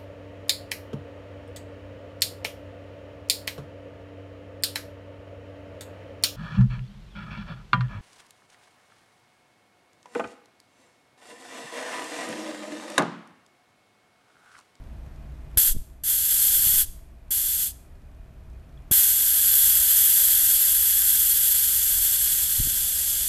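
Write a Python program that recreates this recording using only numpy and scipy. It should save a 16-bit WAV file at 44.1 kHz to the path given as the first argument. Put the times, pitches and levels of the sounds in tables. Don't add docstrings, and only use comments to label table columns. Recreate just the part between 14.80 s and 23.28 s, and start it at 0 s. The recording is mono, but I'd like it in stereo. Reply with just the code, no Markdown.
import sys
import numpy as np
from scipy import signal
from scipy.fft import irfft
from scipy.io import wavfile
from scipy.ndimage import uniform_filter1d

SR = 44100
rng = np.random.default_rng(int(sys.argv[2]) if len(sys.argv) > 2 else 0)


def volts(x):
    e = np.asarray(x, float) / 20
    return 10 ** e


def put_to_file(sound):
    columns = np.atleast_2d(sound).T
    safe = np.clip(columns, -1, 1)
    whole_steps = np.round(safe * 32767)
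    wavfile.write(sys.argv[1], SR, whole_steps.astype(np.int16))


N = 373968


def evened(x):
    return x / np.sqrt(np.mean(x ** 2) + 1e-20)


def read(points, hz, column=1):
    table = np.transpose(points)
    return np.interp(np.log(hz + 1), np.log(table[0] + 1), table[column])


def over_time(rows, column=1):
    table = np.transpose(rows)
    return np.interp(np.arange(N) / SR, table[0], table[column])


def bumps(modes, hz):
    return sum(db / (1 + (2 * (hz - centre) / width) ** 2) for centre, width, db in modes)


def noise_pair(same):
    a, b, c, d = rng.standard_normal((len(same), 4)).T
    same = np.clip(same, -1, 1)
    left = a + 1j * b
    right = same * left + np.sqrt(1 - same ** 2) * (c + 1j * d)
    return np.array([left, right])


def wander(top_hz):
    smooth = uniform_filter1d(rng.standard_normal(N), int(SR / top_hz / 4))
    return evened(signal.lfilter([1], [1, -np.exp(-2 * np.pi * top_hz / SR)], smooth))


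def resonate(x, hz, width):
    turn = np.exp(2j * np.pi * np.cumsum(hz * np.ones(len(x))) / SR)
    r = np.exp(-np.pi * width / SR)
    return 2 * (turn * signal.lfilter([1 - r], [1, -r], x * turn.conj())).real


def fuzzy_tones(rows):
    out = 0
    for hz, width, db in rows:
        once = resonate(rng.standard_normal(N), hz, width)
        out = out + volts(db) * evened(resonate(once, hz, width))
    return out


def lumps(rows, pull=0):
    out, t = np.zeros((2, N)), np.arange(-2000, 2000) / SR
    for s, ms, left, right in rows:
        u = (t * 2000 / ms) ** 2
        start = round(s * SR) - 2000
        out[:, start:start + 4000] += np.outer([left, right], (1 - pull * u) * np.exp(-u))
    return out


CRACK_DB, CRACK_MS, CRACK_LEAD_MS = -8.5, 0.77, 2.25

# (time [s], level [dB])
PRESSES = [
    [(.773, -12.5), (.81, -18), (.891, -21), (.927, -36), (.935, -48)],
    [(1.236, -31.5), (1.246, -30.5), (1.296, -21), (1.418, -25), (1.598, -20.5), (2.016, -19),
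     (2.034, -26.5), (2.05, -42)],
    [(2.506, -31), (2.516, -25.5), (2.84, -26), (2.876, -31), (2.91, -44), (2.92, -54)],
    [(4.125, -15.5), (4.35, -21), (4.75, -18.5), (5.2, -17.5), (6.1, -20), (6.3, -19.5), (7.55, -23),
     (7.67, -23.5), (8.48, -26.5)],
]
PART_EDGES_HZ = [2600, 6700, 10500]
# (frequency [Hz], level [dB per Hz])
JET = [(210, -39), (350, -28), (1050, -24.5), (1570, -15), (2620, -22), (3360, -14.5), (3860, -17),
       (5960, -14), (11600, -3), (14200, -1.5)]
# (frequency [Hz], width [Hz], level above the jet [dB])
STEM = [(622, 820, 5), (1610, 220, 6), (1932, 280, 3), (2968, 330, 5), (3388, 290, 8), (4250, 180, 6),
        (4760, 300, 4), (5590, 200, 0.5), (6220, 350, 6), (7520, 250, 5.5), (8510, 370, 2),
        (9780, 289, 0.5), (11340, 240, 5), (11740, 210, 5), (12400, 450, 4), (13200, 530, 3.5)]
# (frequency [Hz], width [Hz], depth [dB])
DIPS = [(2670, 125.5, -3), (3850, 200, 0.5), (6140, 150, 8.5), (6620, 150, 5), (9120, 100, 6.5)]
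# (frequency [Hz], left-right level [dB], likeness [0-1], left lead [rad])
PORTS = [(4800, 0, .97, 0), (6000, 1.4, .34, .1), (6500, .4, .95, 0), (8300, .2, .93, 0),
         (9100, -1, .49, -1.2), (9800, 1.1, .82, -.3), (10800, -4.7, .59, -.7), (11400, -4.1, .89, .1),
         (11800, -2.1, .89, .4), (12600, .8, .54, 0), (13100, .3, .85, .5), (13500, 5.9, .79, .5),
         (14000, 1.8, .47, -.6), (14300, .7, .55, -.1)]
PART_DB = [0.5, -7, -14, -25.5]
WEAK_SHARE = [0.032, 0.35, .3, 0]
SLACK_DB_PER_S = [-2, 1, 0.84, 1]
SPIT_DB = [1.5, 0.5, -2.5, 10]
FULL_DB, SLACK_S, SPIT_MS = -19.5, 6.44, 3.4


def jet(flutter_db=.7, rise_ms=1.5, shut_ms=4.):
    hz = np.fft.rfftfreq(N, 1 / SR)
    skew = volts(read(PORTS, hz) / 2) * np.exp(.5j * read(PORTS, hz, column=3))
    spectra = noise_pair(read(PORTS, hz, column=2)) * [skew, 1 / skew]
    spectra *= volts(read(JET, hz) + bumps(STEM, hz) - bumps(DIPS, hz))
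    above = [1 / (1 + (edge / (hz + 1)) ** 12) for edge in PART_EDGES_HZ]
    shares = [above[2], above[1] - above[2], above[0] - above[1], 1 - above[0]]
    out = np.zeros((2, N))
    for k, share in enumerate(shares):
        part = irfft(spectra * np.sqrt(abs(share)), N)
        part /= np.std(part.mean(0))
        for rows, (pop_s, _, _) in zip(PRESSES, POPS):
            s, level = np.transpose(rows)
            span = slice(round((pop_s - .01) * SR), round((s[-1] + .1) * SR))
            t = np.arange(N)[span] / SR
            since_ms = np.maximum((t - pop_s) * 1000 + CRACK_LEAD_MS, 0)
            closing = np.exp(-np.maximum(t - s[-1], 0) * 1000 / shut_ms)
            opening = np.minimum(since_ms / rise_ms, 1) * closing
            flow_db = np.interp(t, s, level)
            weak_db = WEAK_SHARE[k] * (FULL_DB - flow_db)
            spit_db = SPIT_DB[k] * np.exp(-since_ms / SPIT_MS)
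            slack_db = SLACK_DB_PER_S[k] * np.maximum(t - SLACK_S, 0)
            out[:, span] += part[:, span] * opening * volts(flow_db + PART_DB[k] + weak_db + spit_db + slack_db)
    return out * volts(flutter_db * wander(30.))


# (time [s], peak level [dB], length [ms])
POPS = [
    (0.7747, -16.5, 6.1),
    (1.238, -45, 4.),
    (2.508, -35.5, 2.3),
    (4.114, -16, 2.5),
]


def pops(cut_hz=47.0):
    cracks = [(s - CRACK_LEAD_MS / 1000, db + CRACK_DB, CRACK_MS) for s, db, ms in POPS]
    pushes = lumps([(s, ms, -volts(db + .8), -volts(db - .8)) for s, db, ms in POPS + cracks])
    return signal.lfilter(*signal.butter(1, cut_hz, "high", fs=SR), pushes)


# (time [s], length [ms], left pressure, right pressure [full scale])
EDDIES = [(.917, 29, -0.2, -0.31), (.912, 3.5, -0.013, -.02), (.951, 2.8, 0.03, -0.11),
          (.962, 44, 0.097, 0.17), (.964, 1.8, 0.01, 0.059), (.968, 5, 0.1, 0.086), (.978, 4.5, 0.078, -.1),
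          (.994, 30, -0.073, -0.1), (1.018, 4.5, -.02, .05), (1.87, 6, 0.082, 0.02),
          (1.965, 4.5, -0.048, 0.047), (1.98, 45, 0.11, .1), (2.09, 28, .05, 0.081),
          (7.798, 8.4, -0.21, -0.024), (7.803, 3.35, .24, -0.028), (7.811, 7, 0.15, 0.00069),
          (7.819, 21, -0.21, -0.0038), (7.855, 3.7, .07, -0.0055), (7.874, 2.7, 0.089, 0.013)]
# (middle time [s], length [s], level [dB], share of small swirls)
GUSTS = [
    (0.981, 0.18, -33.5, .6),
    (1.933, 0.62, -34, 0.38),
    (7.19, .3, -36.5, 0.076),
    (7.86, 0.27, -35.5, .9),
]
CALM_DB = -55.5
SWIRLS_PER_S, SWIRL_MS, SWIRL_DB = 110, 3.3, 2.5


def gusts(cut_hz=9.2):
    hz, t = np.fft.rfftfreq(N, 1 / SR), np.arange(N) / SR
    deep = 1 / (1 + (hz / 30.) ** 2) ** 0.9 / (1 + (hz / 250.) ** 4)
    rumble = evened(irfft(noise_pair(.4 + 0 * hz) * deep, N))
    blowing, stirring = np.zeros(N), np.zeros(N)
    for s, length, db, share in GUSTS:
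        gust = volts(db) * np.exp(-((t - s) * 3 / length) ** 2)
        blowing += gust
        stirring += share * gust
    kicks = rng.standard_normal((N, 2)).T * (rng.random(N) < SWIRLS_PER_S / SR)
    swirl = np.exp(-(np.arange(-400, 400) * 2000 / SR / SWIRL_MS) ** 2)
    swirls = volts(SWIRL_DB) * signal.oaconvolve(kicks, swirl[None], "same") * stirring
    pressure = lumps(EDDIES, pull=.6) + rumble * (volts(CALM_DB) + blowing) + swirls
    return signal.filtfilt(*signal.butter(1, cut_hz, "high", fs=SR), pressure)


# (time [s], level [dB], frequency [Hz])
TICK = (3.975, -52, 3370)


def tick():
    s, db, hz = TICK
    t = np.maximum(np.arange(N) / SR - s, 0)
    ring = np.sin(2 * np.pi * hz * t) + 0.56 * np.sin(2 * np.pi * 1800.0 * t)
    return volts(db - 60 * t / 0.028) * ring


# (frequency [Hz], time to fall 60 dB [s], level [dB])
ROOM = [(400, .5, 0), (2000, .52, 0), (4000, .52, 2), (6000, .5, 2), (10000, .44, -1), (14000, .4, -2)]


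def room(x):
    taps = np.zeros((2, SR))
    at = np.arange(300, SR - 20, 20) + rng.integers(0, 20, (2, (SR - 301) // 20))
    np.put_along_axis(taps, at, rng.choice([-1., 1.], at.shape), 1)
    hz, t, z = signal.stft(taps, SR, nperseg=256)
    evening_db = 2 - .6 * (bumps(STEM, hz) - bumps(DIPS, hz))
    start_db = read(ROOM, hz, column=2) + evening_db
    fading_db = start_db[:, None] - 60 * t / read(ROOM, hz)[:, None]
    tail = signal.istft(z * volts(fading_db), SR, nperseg=256)[1]
    return signal.fftconvolve(x[None], tail / np.linalg.norm(tail[0]), axes=1)[:, :N]


# (time [s], lower pitch [Hz], upper pitch [Hz])
BOOMS = [(0, 55.3, 140.3), (.7, 61.2, 146), (1.7, 61.8, 149), (2.3, 63.2, 126.8), (3.9, 63.9, 136.3),
         (8.48, 64.1, 137)]
# (level [dB], width [Hz])
BOOM_SHAPES = [(-48.5, 6.7), (-60, 4.1)]


def booms():
    low, high = [volts(db) * evened(resonate(rng.standard_normal(N), over_time(BOOMS, column), width))
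                 for column, (db, width) in enumerate(BOOM_SHAPES, 1)]
    return low + high * volts(1.5 * wander(1.5))


# (time [s], rate [Hz])
FIRING = [(0, 62.2), (8.48, 62.5)]
CYLINDERS_DB = [-4.5, -17.5, -1, -10, -18, -19.5]


def engine(level_db=-63, ring_ms=3.6):
    firing = over_time(FIRING)
    turns = np.cumsum(firing) / SR + 3.6
    count = turns.astype(int)
    blow_db = np.array(CYLINDERS_DB)[count % 6] + 3. * rng.standard_normal(900)[count]
    gate = volts(blow_db) * np.exp(-(turns % 1) / firing * 1000 / ring_ms)
    band = signal.butter(1, [700., 4500.], "band", fs=SR)
    rattle = evened(signal.lfilter(*band, rng.standard_normal(N)))
    return volts(level_db) * gate * rattle


# (frequency [Hz], level [dB per Hz])
AIR = [(12, -42), (20, -3.5), (65, -7.5), (93, -16), (133, -20), (279, -27.5), (389, -29.5), (422, -37.5),
       (655, -32), (751, -36), (1040, -38.5), (1370, -41), (1960, -43), (2660, -47), (14200, -70)]
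# (frequency [Hz], likeness [-1 to 1])
AIR_SAME = [(60, 0.98), (150, 1), (380, 0.95), (950, 0.81), (2370, 0.655), (5960, 0.0044), (14900, -0.063)]
AIR_DB = -43


def room_air():
    hz = np.fft.rfftfreq(N, 1 / SR)
    return volts(AIR_DB - 3.0) * evened(irfft(noise_pair(read(AIR_SAME, hz)) * volts(read(AIR, hz)), N))


# (frequency [Hz], width [Hz], level [dB])
HUMS = [(647, 70, -69.5), (2460, 146, -79.5)]
# (frequency [Hz], width [Hz], level [dB])
WHINES = [(9600, 200, -89), (12900, 350, -87)]


def faint_tones():
    return fuzzy_tones(HUMS) + np.array([fuzzy_tones(WHINES), fuzzy_tones(WHINES)])


def ambience(duck_db):
    sunk_booms = booms() * volts(0.897 * duck_db)
    tilt_db = np.array([[.7], [-.7]])
    return (room_air() + faint_tones() + sunk_booms + engine()) * volts(tilt_db + duck_db)


def self_noise(level_db=-69.0, from_hz=6000.):
    hiss = rng.standard_normal((N, 2)).T
    return volts(level_db) * signal.lfilter(*signal.butter(1, from_hz, "high", fs=SR), hiss)


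QUIET_DB, DUCK_FROM_DB, DUCK_SHARE = 3, -30, 0.3
RECOVER_DB_PER_S, DUCK_MS = 4, 44


def ducking(loud):
    power_db = 10 * np.log10(abs(uniform_filter1d((loud ** 2).mean(0), 800)) + 1e-12)
    fall = np.arange(N) * RECOVER_DB_PER_S / SR
    held_db = np.maximum.accumulate(power_db + fall) - fall
    over_db = np.maximum(held_db - DUCK_FROM_DB, 0)
    keep = np.exp(-1000 / DUCK_MS / SR)
    return QUIET_DB - DUCK_SHARE * signal.lfilter([1 - keep], [1, -keep], over_db)


def scene():
    hiss = jet()
    echo = volts(-16.5) * room(hiss.mean(0))
    return hiss + echo + pops() + gusts() + tick() + ambience(ducking(hiss)) + self_noise()


def roll_off(x):
    return signal.sosfilt(signal.butter(12, 15540, fs=SR, output="sos"), x)


def record(dry):
    low_pass = signal.firwin(1023, 14190, window=("kaiser", 10), fs=SR)
    mix = signal.oaconvolve(dry, low_pass[None], "same")
    return roll_off(mix)


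dry = scene()
out = record(dry)
put_to_file(out)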